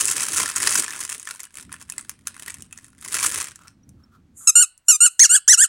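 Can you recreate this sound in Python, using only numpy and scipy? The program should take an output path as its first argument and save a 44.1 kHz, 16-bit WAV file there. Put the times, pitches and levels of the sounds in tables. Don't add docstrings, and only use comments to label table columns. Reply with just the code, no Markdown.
import sys
import numpy as np
from scipy import signal
from scipy.fft import rfft, irfft, next_fast_len
from scipy.io import wavfile
from scipy.ndimage import uniform_filter1d, minimum_filter1d, map_coordinates

SR = 44100
rng = np.random.default_rng(int(sys.argv[2]) if len(sys.argv) > 2 else 0)


def bounce(signal):
    frames = np.transpose(np.atleast_2d(signal))
    limited = np.clip(frames, -1, 1)
    pcm = np.round(limited * 32767).astype(np.int16)
    wavfile.write(sys.argv[1], SR, pcm)


N = 250488

# t/s, level/dB, sheet body/dB, panel ring/Hz
LOUD_BUCKLES = [(0.0096, -4, -12, 2990), (0.0547, -1, -19, 1460), (0.0814, -6, -9, 2750),
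                (0.1145, -6, -10, 1710), (0.2327, -8, -16, 1450), (0.5611, -7, -17, 1520),
                (0.6729, -1, -11, 1830), (0.755, -2, -9, 1590), (0.7775, -6, -8, 1700),
                (0.8424, -13, -6, 1500), (0.8808, -14, 3, 1740), (0.9065, -16, -5, 1790),
                (1.0927, -14, -8, 1770), (1.0985, -14, -11, 1770), (1.1272, -14, -7, 1600),
                (1.1977, -18, -13, 2540), (1.2291, -22, -18, 2960), (1.2728, -17, 3, 1750),
                (1.2894, -17, -3, 1540), (1.3096, -15, -3, 1430), (1.4037, -17, -14, 1290),
                (1.4329, -18, -16, 1500), (1.453, -25, -10, 2900), (1.5719, -20, -14, 2200),
                (1.6942, -36, 12, 1360), (1.7266, -17, -10, 1870), (1.7417, -23, 1, 1440),
                (1.8993, -15, -13, 1830), (1.9223, -19, -13, 2560), (1.9812, -12, -13, 2010),
                (2.0108, -23, -20, 1590), (2.0947, -13, -17, 1580), (2.2716, -10, -9, 1600),
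                (2.2808, -17, -10, 1610), (2.3659, -24, 3, 1570), (2.4235, -22, -4, 2600),
                (2.4619, -21, -5, 1730), (2.4806, -16, -3, 1930), (2.5048, -19, -9, 1560),
                (2.5424, -19, -12, 2550), (2.6226, -21, -15, 2900), (2.7268, -20, -3, 2580),
                (2.7763, -21, -10, 1810), (3.0123, -25, -20, 1420), (3.0478, -21, -1, 1990),
                (3.143, -7, -9, 1600), (3.2636, -4, -15, 1730), (3.4276, -13, -7, 1710),
                (3.5584, -25, -19, 1350), (3.6808, -27, -8, 1750)]
# f/Hz, level/dB
FILM_SPECTRUM = [(25, -44), (100, -17), (360, -14), (680, -16), (1000, 0), (1600, 1.5), (2600, -0.5),
                 (4200, -6.5), (6500, -2.5), (8500, -1), (10300, -2.5), (12000, -15.5), (15500, -16.5)]
BAG_STILL_S, TOP_HZ = 3.74, 15900
STALL_HZ, LEAK_S = 1198.3, 0.019


def buckles(times, body_db, panel_hz, crack_t60, ring_t60, facet_db, facet_octaves, panel_db, size=1536):
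    # t/s, f/Hz
    tautness = [(0, 8000), (.8, 7500), (1.5, 8600), (2.1, 9800), (2.7, 8400), (3.3, 9000), (3.7, 6800)]
    chance = rng.standard_normal((len(times), 2))
    facet_hz = curves(tautness, times)[0][:, None] * np.exp(.18 * chance[:, :1])
    t = np.arange(size) / SR - .0005
    age = np.abs(t) * np.exp(.3 * chance[:, 1:])
    envelope = (t > 0) * (amp(-60 * age / crack_t60) + amp(-10 - 60 * t / ring_t60))
    hz = np.fft.rfftfreq(size, 1 / SR) + 1
    facet = facet_db * np.exp(-.5 * (np.log2(hz / facet_hz) / facet_octaves) ** 2)
    sheet = body_db[:, None] / (1 + (hz / 3500) ** 4)
    panel = 1 + amp(panel_db) / (1 + 1j * (hz - panel_hz[:, None]) / 70)
    bursts = rng.standard_normal(envelope.shape) * envelope
    clicks = irfft(rfft(bursts) * amp(along(FILM_SPECTRUM, hz) + facet + sheet) * panel)
    return clicks / np.abs(clicks).max(axis=1, keepdims=True)


def snaps(events, level_db, body_db):
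    start, db, body, panel_hz = np.transpose(events)
    crack_t60 = .0036 * (1 + 1.5 * amp(db + 7))[:, None]
    clicks = buckles(start, body + body_db, panel_hz, crack_t60,
                     ring_t60=.021, facet_db=7, facet_octaves=.23, panel_db=12)
    out = np.zeros(N)
    add(out, start - .0005, clicks * amp(db + level_db)[:, None])
    return out


def bag_motion():
    # t/s, crackle/dB, sheet body/dB
    digs = [
        [(0.0, -26, -45), (0.118, -23, -37), (0.128, -29.5, -38.5), (0.202, -23.5, -31), (0.252, -30, -38),
         (0.404, -21, -29.5), (0.55, -33.5, -38.5), (0.566, -25, -30.5), (0.798, -22, -34), (0.87, -41, -39.5)],
        [(2.98, -60, -68.5), (3.052, -38, -43), (3.058, -41.5, -54), (3.156, -24, -30.5), (3.178, -29, -28.5),
         (3.268, -20, -35), (3.296, -32, -39.5), (3.388, -24, -30), (3.534, -52, -53.5), (3.54, -62, -64)],
    ]
    # t/s, length/s, crackle/dB, sheet body/dB
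    rustles = [(.88, .1, -35.5, -38), (1.01, .04, -29, -37.5), (1.11, .04, -33, -42), (1.17, .09, -43, -64),
               (1.285, .035, -41, -44), (1.33, .11, -46.5, -55.5), (1.56, .06, -41.5, -48.5),
               (1.72, .025, -44.5, -39.5), (1.81, .02, -46, -49), (1.96, .04, -45, -45.5),
               (2.03, .08, -57.5, -65), (2.27, .11, -52, -53), (2.395, .03, -43, -51),
               (2.47, .03, -39, -41), (2.53, .08, -56.5, -63.5), (2.76, .03, -48.5, -51.5),
               (2.83, .035, -48.5, -57.5), (3.55, .12, -61, -61)]
    t = np.arange(N) / SR
    stirred = swells([(s, 0, db - 32) for s, db, *_ in LOUD_BUCKLES], rise_s=.01, fall_s=.022)
    creep = amp(-65)
    envelopes = []
    for layer in range(2):
        gain = swells([(s, length, db[layer]) for s, length, *db in rustles], rise_s=.018, fall_s=.015)
        for dig in digs:
            digging = (t >= dig[0][0]) * (t <= dig[-1][0])
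            gain = np.hypot(gain, amp(curves(dig, t)[layer]) * digging)
        envelopes.append(np.sqrt(gain ** 2 + stirred ** 2 + creep ** 2))
    return envelopes


def crinkle(crackle, body, count=1600):
    t = np.arange(N) / SR
    stir = crackle * np.clip((BAG_STILL_S - t) / .034, 0, 1)
    rate = stir ** .36
    rate *= count / rate.sum()
    slots = np.arange(count) + rng.uniform(-1, 1, count)
    times = np.interp(slots, np.cumsum(rate), t).clip(0, BAG_STILL_S)
    body_spread, level_spread, pitch_spread = rng.standard_normal((count, 3)).T
    body_db = np.interp(times, t, 20 * np.log10(body / crackle)) + 1.5 + 3 * body_spread
    clicks = buckles(times, body_db, panel_hz=1650 * np.exp(.27 * pitch_spread),
                     crack_t60=.007, ring_t60=.03, facet_db=5, facet_octaves=.35, panel_db=5)
    gains = unit(amp(10.8 * np.clip(level_spread, -2, np.sqrt(2)))) / np.linalg.norm(clicks, axis=1)
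    swarm = np.zeros(N)
    add(swarm, times, clicks * gains[:, None])
    # f/Hz, level/dB
    jostle_spectrum = [(25, -27), (350, 1), (520, -3.5), (850, -14.5), (2000, -56.5)]
    lumps = amp(6 * np.tanh(wobble(40, N)))
    jostle = amp(-24.5) * lumps * noise(jostle_spectrum)
    slide = amp(-15.5) * noise(FILM_SPECTRUM)
    return stir * (amp(.5) * swarm / np.sqrt(rate + 1e-4) + slide + jostle)


def reed(hz, db, rough, pipe, jitter, flutter_db, rasp, low_hz):
    t = np.arange(len(hz)) / SR
    hz = hz * (1 + jitter * rough * wobble(700, len(t)))
    phase = 2 * np.pi * np.cumsum(hz) / SR
    orders = np.arange(1, 14)[:, None]
    gains = amp(along(pipe, orders * hz)) * (orders * hz < TOP_HZ)
    loose = (1 - gains / gains.max(axis=0)) * np.sqrt(np.abs(rough))
    flutter, slip = np.array([[wobble(260, len(t)) for _ in orders] for _ in range(2)])
    gains *= amp(flutter_db * loose * flutter)
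    gains /= np.sqrt(np.sum(gains ** 2, axis=0) / 2)
    offsets = 2 * loose ** 2 * slip + rng.uniform(0, 2 * np.pi, orders.shape)
    tone = np.sum(gains * np.sin(orders * phase + offsets), axis=0)
    puffs = rng.standard_normal(len(t)) * (1 + np.cos(phase))
    bins_hz = np.fft.rfftfreq(len(t), 1 / SR)
    low_cut = (bins_hz ** 2 / (bins_hz ** 2 + low_hz ** 2)) ** 2
    jet = unit(irfft(rfft(puffs) * amp(.65 * along(pipe, bins_hz)) * low_cut, len(t)))
    fades = ramp(t, 0, .002) * ramp(t[-1] - t, 0, .002)
    return amp(db) * fades * (tone + rasp * rough * jet)


def squeeze(push_s, length_s, first_hz, pushed_hz, rise_s, db, sag_db, rough, stretch, stall_s=.0098):
    # f/Hz, level/dB
    pipe_out = [(250, -26), (700, -31), (1200, -16), (1700, -11), (2200, -18), (2800, -11), (3700, -18.5),
                (4500, -14), (5400, -3.5), (6200, 4), (7100, 4.5), (8200, -5.5), (10000, -9), (11000, -15),
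                (12800, -29), (15500, -33)]
    t = np.arange(int(length_s * SR)) / SR
    pressure = np.exp(-np.maximum(t - push_s, 0) / LEAK_S)
    glide = np.exp(-np.minimum(t, push_s) / rise_s)
    driven_hz = pushed_hz + (first_hz - pushed_hz) * glide
    hz = STALL_HZ + (driven_hz - STALL_HZ) * pressure
    level = db - sag_db * (1 - pressure) - 19.5 * ramp(t, length_s - stall_s, stall_s)
    rattle = rough * (2 - pressure * (1 - glide))
    pipe = [(f * stretch, gain_db) for f, gain_db in pipe_out]
    return reed(hz, level, rattle, pipe, jitter=.022, flutter_db=7, rasp=.26, low_hz=150)


def release(draw_s, pop_s, first_hz, drawn_hz, pop_hz, db, swell_db, rough, stall_s=.02247):
    # f/Hz, level/dB
    pipe_in = [(700, -38), (1200, -16.5), (1700, -10), (2200, -23), (2800, -12.5), (3700, -24), (4500, -19),
               (5700, -19.5), (7100, 1.5), (8300, 1), (9200, -4), (10000, -13.5), (11500, -20.5),
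               (12800, -26.5), (15500, -43)]
    length_s = draw_s + pop_s + .0314
    t = np.arange(int(length_s * SR)) / SR
    pop = ramp(t, draw_s, .007)
    suction = np.exp(-np.maximum(t - draw_s - pop_s, 0) / LEAK_S)
    driven_hz = first_hz + (drawn_hz - first_hz) * ramp(t, 0, draw_s) + (pop_hz - drawn_hz) * pop
    hz = STALL_HZ + (driven_hz - STALL_HZ) * suction
    level = db - swell_db * np.exp(-t / .01) - 19.5 * ramp(t, length_s - stall_s, stall_s)
    rattle = rough + .1 * pop + .4 * (1 - suction)
    return reed(hz, level, rattle, pipe_in, jitter=.036, flutter_db=7.5, rasp=.39, low_hz=800)


def squeaky_ball():
    # t/s, push/s, length/s, first/Hz, pushed/Hz, rise/s, level/dB, sag/dB, roughness,
    # stretch of the pipe's resonances
    squeezes = [(4.472, .014, 0.03765, 1351, 1332, .003, -8, 2.5, 0.16, 1.046),
                (4.883, .024, 0.08875, 1376, 1457, .007, -8.5, 13, 0.06, 1.071),
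                (5.193, .036, 0.0758, 1442, 2202, .007, -3.5, 8.5, 0.32, 0.973),
                (5.478, .042, 0.0791, 1437, 2198, .024, -5, 8, 0.25, 0.993)]
    # t/s, draw/s, pop/s, first/Hz, drawn/Hz, pop/Hz, level/dB, swell/dB, roughness
    releases = [(4.554, 0.04765, 0.019, 1412, 1430, 1488, -9.5, -7.5, 0.01),
                (5.004, 0.0397, .013, 1372, 1443, 1499, -8.5, 4, 0.01),
                (5.292, 0.05403, .011, 1352, 1531, 1702, -10, 12, 0.2),
                (5.573, 0.0454, 0.015, 1277, 1649, 1803, -9.5, 14, .14)]
    # t/s, length/s, level/dB
    airflow = [(4.377, .28, -43), (4.878, 0.25, -48), (5.2, 0.17, -40), (5.49, 0.12, -44.5)]
    # f/Hz, level/dB
    hiss_spectrum = [(1000, -38.5), (2000, -26.5), (4200, -42), (5600, -24), (7000, 3), (8300, -3),
                     (10300, -5.5), (12900, -17), (15500, -41.5)]
    out = swells(airflow, rise_s=.008, fall_s=.022) * noise(hiss_spectrum)
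    for stroke, events, trim_db in (squeeze, squeezes, 2.5), (release, releases, -.5):
        add(out, [row[0] for row in events], [amp(trim_db) * stroke(*row[1:]) for row in events])
    return out


def spike_flicks():
    # t/s, level/dB, body/dB, ring/Hz
    flicks = [(3.892, -40.5, -26, 1367), (4.778, -35.5, -46.5, 1345)]
    return snaps(flicks, level_db=2.5, body_db=1)


def handling_rumble(crackle):
    # t/s, length/s, level/dB
    bumps = [(1.66, 0.053, -52.5), (2.58, 0.0247, -49.5), (3.88, .07, -51.5)]
    # f/Hz, level/dB
    rumble_spectrum = [(20, -30), (45, -10), (75, 1), (140, -4), (260, -3.5), (450, -24), (800, -32),
                       (1500, -54.5)]
    hold, shift_grip = (0, 1.6, -67.5), (1.6, 2.77, -57.5)
    contact = swells(bumps + [hold, shift_grip], rise_s=.022, fall_s=.07)
    drag = amp(-26) * crackle
    return np.hypot(contact, drag) * amp(.69 * wobble(37, N)) * noise(rumble_spectrum)


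def rubber_friction():
    # t/s, length/s, level/dB
    rubs = [(3.62, .05, -53), (4.01, 0.042, -63.5), (4.12, 0.031, -61), (4.425, 0.03, -56.5)]
    # f/Hz, level/dB
    rubber_spectrum = [(400, -17), (900, -10), (1350, 7), (2000, -21.5), (3300, -17.5), (5400, -20),
                       (13000, -25)]
    # t/s, f/Hz, level/dB
    slips = [(3.834, 5780, -58), (4.038, 5403, -53)]
    t = np.arange(N) / SR
    out = swells(rubs, rise_s=.02, fall_s=.025) * amp(3.7 * wobble(73, N)) * noise(rubber_spectrum)
    for s, hz, db in slips:
        out += swells([(s, .00412, db)], rise_s=.00092, fall_s=.00403) * np.sin(2 * np.pi * hz * t)
    return out


def landing():
    # t/s, f/Hz, level/dB, t60/s
    thud = (2.03, 107, -39, 0.01)
    start, hz, db, t60 = thud
    t = np.maximum(np.arange(N) / SR - start, 0)
    return amp(db - 60 * t / t60) * np.sin(2 * np.pi * hz * t)


def room(x, early_db, early_t60, tail_db):
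    # f/Hz, t60/s
    decay_times = [(1500, 0.23), (4000, 0.37), (7000, 0.083), (8400, 0.26), (10000, 0.14), (13000, 0.04)]
    hz, t, bands = signal.stft(rng.standard_normal(SR // 2), SR, nperseg=256)
    tail = signal.istft(bands * amp(-60 * t / along(decay_times, hz)[:, None]), SR, nperseg=256)[1]
    t = np.arange(len(tail)) / SR
    tail *= ramp(t, 0, .015)
    early = rng.standard_normal(len(t)) * (t > .001) * amp(-60 * t / early_t60)
    echoes = amp(early_db) * early / np.linalg.norm(early) + amp(tail_db) * tail / np.linalg.norm(tail)
    return x + signal.fftconvolve(x, echoes)[:N]


def room_tone():
    # f/Hz, level/dB
    still_spectrum = [(30, 3.5), (100, 3), (400, -13), (1400, -8), (3000, -16), (8000, -21), (15000, -35)]
    return amp(-71.5) * noise(still_spectrum)


def amp(db):
    return 10 ** (np.asarray(db) / 20)


def unit(x):
    return x / np.sqrt(np.mean(x ** 2) + 1e-20)


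def ramp(t, start, length):
    return np.clip((t - start) / length, 0, 1)


def along(points, hz):
    f, values = np.transpose(points)
    return np.interp(np.log(hz + 1), np.log(f + 1), values)


def curves(rows, t):
    times, *columns = np.transpose(rows)
    return [np.interp(t, times, column) for column in columns]


def swells(rows, rise_s, fall_s):
    t, power = np.arange(0, N, 32) / SR, 1e-14
    for s, length, db in rows:
        outside = np.maximum(s - t, 0) / rise_s + np.maximum(t - s - length, 0) / fall_s
        power = power + (amp(db) * np.exp(-outside)) ** 2
    return np.interp(np.arange(N) / SR, t, np.sqrt(power))


def wobble(rate, size):
    knots = rng.standard_normal(int(size * rate / SR) + 4)
    return map_coordinates(knots, [np.arange(size) * rate / SR])


def filtered(x, response):
    size = next_fast_len(N + SR // 2)
    return irfft(rfft(x, size) * response(np.fft.rfftfreq(size, 1 / SR)), size)[..., :N]


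def noise(spectrum):
    return unit(filtered(rng.standard_normal(N), lambda hz: amp(along(spectrum, hz))))


def add(track, times, sounds):
    for s, sound in zip(times, sounds):
        part = track[max(round(s * SR), 0):][:len(sound)]
        part += sound[:len(part)]


def scene():
    crackle, body = bag_motion()
    bag = snaps(LOUD_BUCKLES, level_db=-.5, body_db=-1) + crinkle(crackle, body)
    crisp = room(bag + spike_flicks(), early_db=-12, early_t60=.055, tail_db=-18.5)
    squeaks = room(squeaky_ball(), early_db=-9.5, early_t60=.028, tail_db=-28.5)
    bed = handling_rumble(crackle) + rubber_friction() + landing() + room_tone()
    return crisp * amp([[-.08], [.08]]) + (squeaks + bed) * amp([[-.38], [.38]])


def record(dry):
    needed = np.minimum(1, .93 / (np.abs(dry).max(axis=0) + 1e-9))
    gain = uniform_filter1d(minimum_filter1d(needed, size=161), size=121)
    return filtered(dry * gain, lambda hz: hz < TOP_HZ)


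dry = scene()
out = record(dry)
bounce(out)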